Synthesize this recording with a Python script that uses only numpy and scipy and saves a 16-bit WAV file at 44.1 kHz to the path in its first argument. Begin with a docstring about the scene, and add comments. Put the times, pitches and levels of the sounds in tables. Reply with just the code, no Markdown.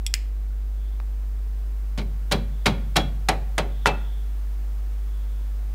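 """Two small metal clicks sound in a garage, then a tiny tick and seven knocks: a gloved palm drives a brake
caliper down over its pads. Each blow slides it, with friction, until it strikes metal, and excites the damped
modes of hub, suspension and car body, which clank and boom. Harder blows are brighter. Once seated, the caliper
hardly slides and the thud gives way to a harder clank. Mains hum, a faint hiss and a thin, swelling whistle lie
underneath."""
import sys
import numpy as np
from scipy import signal
from scipy.fft import rfft, irfft
from scipy.io import wavfile

SR = 44100
rng = np.random.default_rng(int(sys.argv[2]) if len(sys.argv) > 2 else 0)


def to_wav(sig):
    """Store sig (one row per channel, or 1-D mono) as 16-bit WAV at the path in sys.argv[1].

    Samples outside -1..1 are clipped; the rate is SR.
    """
    pcm = np.clip(np.atleast_2d(sig), -1, 1) * 32767
    pcm = np.round(pcm).astype(np.int16)
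    wavfile.write(sys.argv[1], SR, pcm.T)  # frames by channels


N = 253134
T = np.arange(int(.9 * SR)) / SR  # time axis of one event, t/s

# palm blows: t/s, push time/s, force/dB, scrape/dB, favoured f/Hz, stop/dB, stop f/Hz, pad ring/dB
BLOWS = [ (1.9752, 0.011, -14.5, -40.5, 386, -42, 2160, -63),
         (2.3123, .012, -2.5, -21, 520, -14, 4030, -40), (2.6564, .010, 0.6, -22, 201, -11.5, 2190, -36),
         (2.9568, .013, 0, -21, 756, -10, 3960, -29), (3.2855, 0.0031, 0.5, -16.5, 785, -10.5, 2460, -47),
         (3.579, 0.0026, -2, -19.5, 665, -6.5, 1840, -50), (3.8566, 0.016, -1, -23.5, 790, 3.5, 1610, -29)]
# the caliper's response, loose and seated: stop t60/s, pad f/Hz, thud/dB, clank/dB, clang/dB, zing/dB
LOOSE = (0.0262, 3334.5, -1, -4.5, -2.8, -4)
SEATED = (0.0042, 2620.5, -8, -3.5, -2, -8)
SEATED_FROM_S, SLIDE_LOOSE_S, SLIDE_SEATED_S = 3.1, .0100, .0022
# harder blows are brighter: f/Hz, gain per unit of force/(dB/dB)
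BRIGHTENING = [(190, .5), (600, 0.88), (1900, 1.08), (4000, 0.9)]
# modes of hub, disc and suspension: f/Hz, relative level/dB, t60/s
HUB_MODES = [(143.4, -5, 1), (162, 4.5, 0.21), (207.7, 2, 0.27), (237.7, -2, 0.29), (315.7, -1, 0.25),
             (393.8, -1.5, 0.23), (421.4, 3.5, 0.12), (478.7, -1.5, 0.14), (556.6, -6, 0.43),
             (590.5, 4, 0.11), (688, -24, 0.12), (765, 1, 0.15), (842, -5, 0.19), (910, 3.5, 0.053),
             (988, -2, 0.044), (1127, -3, 0.11), (1300, -2, 0.062), (1423, -2, 0.041), (1900, -26, 0.05),
             (2380, -3, 0.094), (3285, -4, 0.085), (3790, -22, 0.33), (3994, -5, 0.15), (4355, -30, .18)]
# the crowd of weaker modes in the car's corner: f/Hz, relative spectral level/dB
CLATTER_SPECTRUM = [(50, -10), (95, -3.5), (150, -2.5), (205, -2.5), (280, -6), (700, -5), (1100, -9.5),
                    (2200, -8.5), (4400, -8.5), (6000, -19.5), (9500, -32), (15000, -40)]
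# their decay: f/Hz, t60/s
CLATTER_T60 = [(100, 0.94), (250, 0.39), (700, 0.24), (2000, 0.12), (5000, 0.088), (12000, 0.16)]
# dry steel sliding on steel: f/Hz, relative spectral level/dB
SCRAPE_SPECTRUM = [(200, -28), (800, 4), (1800, 1), (4300, -3), (6500, -6), (10000, -10), (15500, -24)]
# the bracket's ring after a stop: f/Hz, level re the stop/dB, t60/s
BRACKET_MODES = [(967, -17, 0.031), (1427, -13.5, 0.032), (1966, -16.5, 0.036)]
# a tiny tick at 1 s, then light jolts of metal during the knocks: t/s, level/dB, f/Hz, t60/s
TICKS = [(1.001, -22.5, 1060, 0.0037), (1.9773, -28, 3120, 0.008), (2.015, -42, 2190, 0.067),
         (2.6588, -11, 2440, 0.0045)]
# small steel parts clicking: t/s, snap level/dB, high-pass f/Hz, ring level/dB
CLICKS = [(0.0648, -21.5, 2940, -30), (0.14, -14, 1410, -38.5)]
# a steel clip's snap, damped at once by the fingers: f/Hz, relative level/dB, t60/s
SNAP_MODES = [(2084, 0, 0.0081), (2710, 6, 0.0044), (4240, 6, 0.0032), (5130, 2.5, 0.0088),
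              (6970, -2.5, 0.0073), (7600, 1.5, 0.0053), (8630, -1, 0.0041), (11400, -7, 0.0099),
              (13400, -12, 0.0053)]
CLIP_MODES = [(2060, -7, 0.1), (2450, -12, 0.11), (3286, 2, 0.042), (3446, 4, 0.028), (5600, 2, 0.027),
              (7700, 2, 0.046), (9100, -9, 0.039), (10560, -3, 0.023)]
# the brief rattle in a click: f/Hz, relative spectral level/dB
RATTLE_SPECTRUM = [(500, 2), (1900, -10), (2800, 5), (3900, -11), (5000, 2), (6000, -13), (7200, -1),
                   (9500, -3), (11500, -8), (15500, -10)]
# loose steel buzzing after a click: f/Hz, relative spectral level/dB
BUZZ_SPECTRUM = [(1100, -28), (1800, -4), (2450, 1), (3300, -12), (6000, -24)]
# reverberation time of the garage: f/Hz, t60/s
GARAGE_T60 = [(150, 0.75), (2500, 0.42), (6000, 0.3), (14000, 0.34)]
# mains hum: harmonic number, rms level/dB
HUM_HARMONICS = [(1, -25.5), (2, -69), (3, -57.5), (5, -64), (6, -69), (7, -65), (9, -65.5), (11, -75),
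                 (15, -70)]
MAINS_HZ = 50.066
# background hiss: f/Hz, relative spectral level/dB
HISS_SPECTRUM = [(40, -3), (100, 0.5), (160, -4), (300, -9.5), (550, -11.5), (1500, -15.5), (3000, -22.5),
                 (7000, -26.5), (12500, -28), (14800, -22.5)]
# swells of a whistling hiss: peak t/s, half-width/s, rms level at the peak/dB
WHISTLE_SWELLS = [(.88, .12, -66), (2.7, .3, -65), (3.955, .28, -56.5), (5.247, 0.27, -66.5)]


def blow(push_s, force_db, scrape_db, favoured_hz, pad_db, pad_hz, thud_db, clank_db, clang_db, zing_db):
    """Forced vibration: a push with sliding friction drives hub, car body and pad, which then decay."""
    grit = noise() * undb(5.8 * noise())
    scrape = unit(colour(grit, SCRAPE_SPECTRUM)) * swell(push_s, 0.042)
    # seating and force set the balance from thud to zing
    grid_hz = np.geomspace(100, 4000, 80)
    balance_db = at_hz([(190, thud_db), (450, clank_db), (850, clank_db),
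                        (1500, clang_db), (2400, clang_db), (4000, zing_db)], grid_hz)
    # where the palm lands decides which group of modes answers most
    lift_db = 5 * np.exp(-(np.log2(grid_hz / favoured_hz) / .19) ** 2)
    excitation = np.transpose([grid_hz, balance_db + force_db * at_hz(BRIGHTENING, grid_hz) + lift_db])
    driven_modes = [(hz, db + at_hz(excitation, hz), t60) for hz, db, t60 in HUB_MODES]
    # the heavy parts take up the push a little longer
    hub = modes(driven_modes, push_s + 0.015, scatter_db=0.03, detune=0.0045)
    clatter = dense_ring(colour(shaped_noise(CLATTER_SPECTRUM), excitation), CLATTER_T60, push_s)
    pad = pad_ring(pad_hz, push_s, t60=0.29, split_hz=26)
    palm = 1 - np.exp(-T / 0.0006)  # a soft palm builds its force gradually
    return palm * (undb(scrape_db) * scrape + undb(-28) * hub + undb(-14.5) * clatter + undb(pad_db) * pad)


def pad_ring(hz, push_s, t60, split_hz):
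    """Beating: a pad and its shim ring at close frequencies; their loose contact adds flutter."""
    pair = modes([(hz, 0, t60), (hz + split_hz, -8, t60)], push_s, scatter_db=0.0, detune=0.00083)
    flutter = shaped_noise([(90, 0), (400, -40), (2000, -80)])
    return pair * (1 + .4 * flutter)


def stop(hz, t60):
    """Impact excitation: the slide ends against metal and the bracket rings briefly."""
    return tick(hz, t60, crack_db=-5.5) + modes(BRACKET_MODES, 0.00072, scatter_db=1.2, detune=.015)


def tick(hz, t60, crack_db):
    """Heavy damping: a short-lived resonance with a rough crack in it."""
    crack = shaped_noise([(hz / 4, -14), (hz, 0), (hz * 2, -6), (hz * 5, -20), (hz * 10, -34)])
    onset = 1 - np.exp(-T * hz * 4)
    return (np.sin(2 * np.pi * hz * T) + undb(crack_db) * crack) * fade(t60) * onset


def click(snap_db, cutoff_hz, ring_db):
    """Impulsive excitation: a light steel clip snaps home, then rattles, rings and buzzes."""
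    snap = modes(SNAP_MODES, .0001, scatter_db=.8, detune=0.0044)
    rattle = shaped_noise(RATTLE_SPECTRUM) * swell(0.004, 0.053)
    ring = modes(CLIP_MODES, 0.0012, scatter_db=1.0, detune=0.0053)
    buzz = shaped_noise(BUZZ_SPECTRUM) * fade(t60=0.19)
    sound = undb(snap_db) * (snap + undb(-15.5) * rattle + undb(-22.5) * buzz) + undb(ring_db) * ring
    return signal.sosfilt(signal.butter(4, cutoff_hz, btype="high", fs=SR, output="sos"), sound)


def garage(x, wet_db):
    """Reverberation: the walls return a weak, diffuse tail that dulls as it fades."""
    reflections = colour(noise(), [(150, -3.0), (2500, 5.5), (6000, 1.5), (14000, -1.0)])
    tail = dense_ring(reflections, GARAGE_T60, push_s=0.0068)
    return x + undb(wet_db) * signal.fftconvolve(x, tail / np.sqrt(np.sum(tail ** 2)))[:N]


def hum_and_hiss():
    """Harmonic series: steady mains hum with weak, mostly odd overtones, over broadband noise."""
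    t = np.arange(N) / SR
    hum = sum(np.sqrt(2) * undb(db) * np.cos(2 * np.pi * k * MAINS_HZ * t) for k, db in HUM_HARMONICS)
    hiss_db = np.interp(t, [0, 3], [-53.5, -50.5])  # creeps up, then holds
    return hum + shaped_noise(HISS_SPECTRUM, N) * undb(hiss_db)


def whistle(centre_hz, half_width_hz):
    """Narrow-band noise has a pitch: a faint whistle comes and goes in smooth swells."""
    t, hz = np.arange(N) / SR, np.fft.rfftfreq(N, 1 / SR)
    band = irfft(rfft(noise(N)) / (1 + ((hz - centre_hz) / half_width_hz) ** 2), N)
    envelope = sum(undb(db) * np.exp(-((t - s) / half_s) ** 2) for s, half_s, db in WHISTLE_SWELLS)
    return unit(band) * envelope


def modes(table, push_s, scatter_db, detune):
    """Modal superposition: damped sines whose level, tuning and phase vary with each contact."""
    draws = rng.standard_normal((len(table), 3))
    return sum(undb(db + scatter_db * gain) * swell(push_s, t60)
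               * np.sin(2 * np.pi * (hz * (1 + detune * shift) * T + phase))
               for (hz, db, t60), (gain, shift, phase) in zip(table, draws))


def dense_ring(x, t60s, push_s):
    """Modal overlap: crowded modes act as noise, each octave decaying at its own rate."""
    octave = np.log2(np.maximum(np.fft.rfftfreq(len(T), 1 / SR), 1) / (SR / 2))
    spectrum = rfft(x)
    bands = (irfft(spectrum * np.maximum(1 - abs(octave + k), 0), len(T)) for k in range(10))
    return sum(band * swell(push_s, at_hz(t60s, SR / 2 ** (k + 1))) for k, band in enumerate(bands))


def swell(push_s, t60):
    """Resonant build-up: energy grows linearly during the push, then decays freely."""
    return np.sqrt(np.minimum(T / push_s, 1)) * np.exp(-np.log(1000) * np.maximum(T - push_s, 0) / t60)


def fade(t60):
    """Exponential decay, 60 dB down after t60."""
    return np.exp(-np.log(1000) * T / t60)


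def noise(length=len(T)):
    """Gaussian white noise."""
    return rng.standard_normal(length)


def shaped_noise(spectrum, length=len(T)):
    """Filtered noise of rms 1."""
    return unit(colour(noise(length), spectrum))


def colour(x, points):
    """Spectral weighting by (f/Hz, gain/dB) points."""
    return irfft(rfft(x) * undb(at_hz(points, np.fft.rfftfreq(len(x), 1 / SR))), len(x))


def at_hz(points, hz):
    """Interpolation of (f/Hz, value) points on a log-frequency axis."""
    f, value = np.transpose(points)
    return np.interp(np.log(np.maximum(hz, 1)), np.log(f), value)


def undb(db):
    """Decibels to amplitude ratio."""
    return 10 ** (np.asarray(db) / 20)


def unit(x):
    """Normalisation to rms 1."""
    return x / np.sqrt(np.mean(x ** 2))


def add(out, s, x):
    """Superposition of x on out from time s."""
    i = max(int(s * SR), 0)
    out[i:i + len(x)] += x[:N - i]


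def scene():
    """Superposition: blows, stops, clicks and ticks add to the hum, hiss and whistle."""
    work = np.zeros(N)
    for s, push_s, force_db, scrape_db, favoured_hz, stop_db, stop_hz, pad_db in BLOWS:
        loose = s < SEATED_FROM_S
        slide_s = SLIDE_LOOSE_S if loose else SLIDE_SEATED_S
        stop_t60, *timbre = LOOSE if loose else SEATED
        add(work, s, blow(push_s, force_db, scrape_db, favoured_hz, pad_db, *timbre))
        add(work, s + slide_s, undb(stop_db) * stop(stop_hz, stop_t60))
    for s, snap_db, cutoff_hz, ring_db in CLICKS:
        add(work, s, click(snap_db, cutoff_hz, ring_db))
    for s, db, hz, t60 in TICKS:
        add(work, s, undb(db) * tick(hz, t60, crack_db=-4.0))
    return (garage(work, wet_db=-20.0) + hum_and_hiss() + whistle(centre_hz=3410, half_width_hz=230))[None]


def record(dry):
    """Soft saturation rounds the loudest peaks; a steep low-pass cuts the top."""
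    rounded = np.tanh(.9 * dry) / .9
    return signal.sosfilt(signal.ellip(10, .2, 80, 15600, fs=SR, output="sos"), rounded)


dry = scene()
out = record(dry)
to_wav(out)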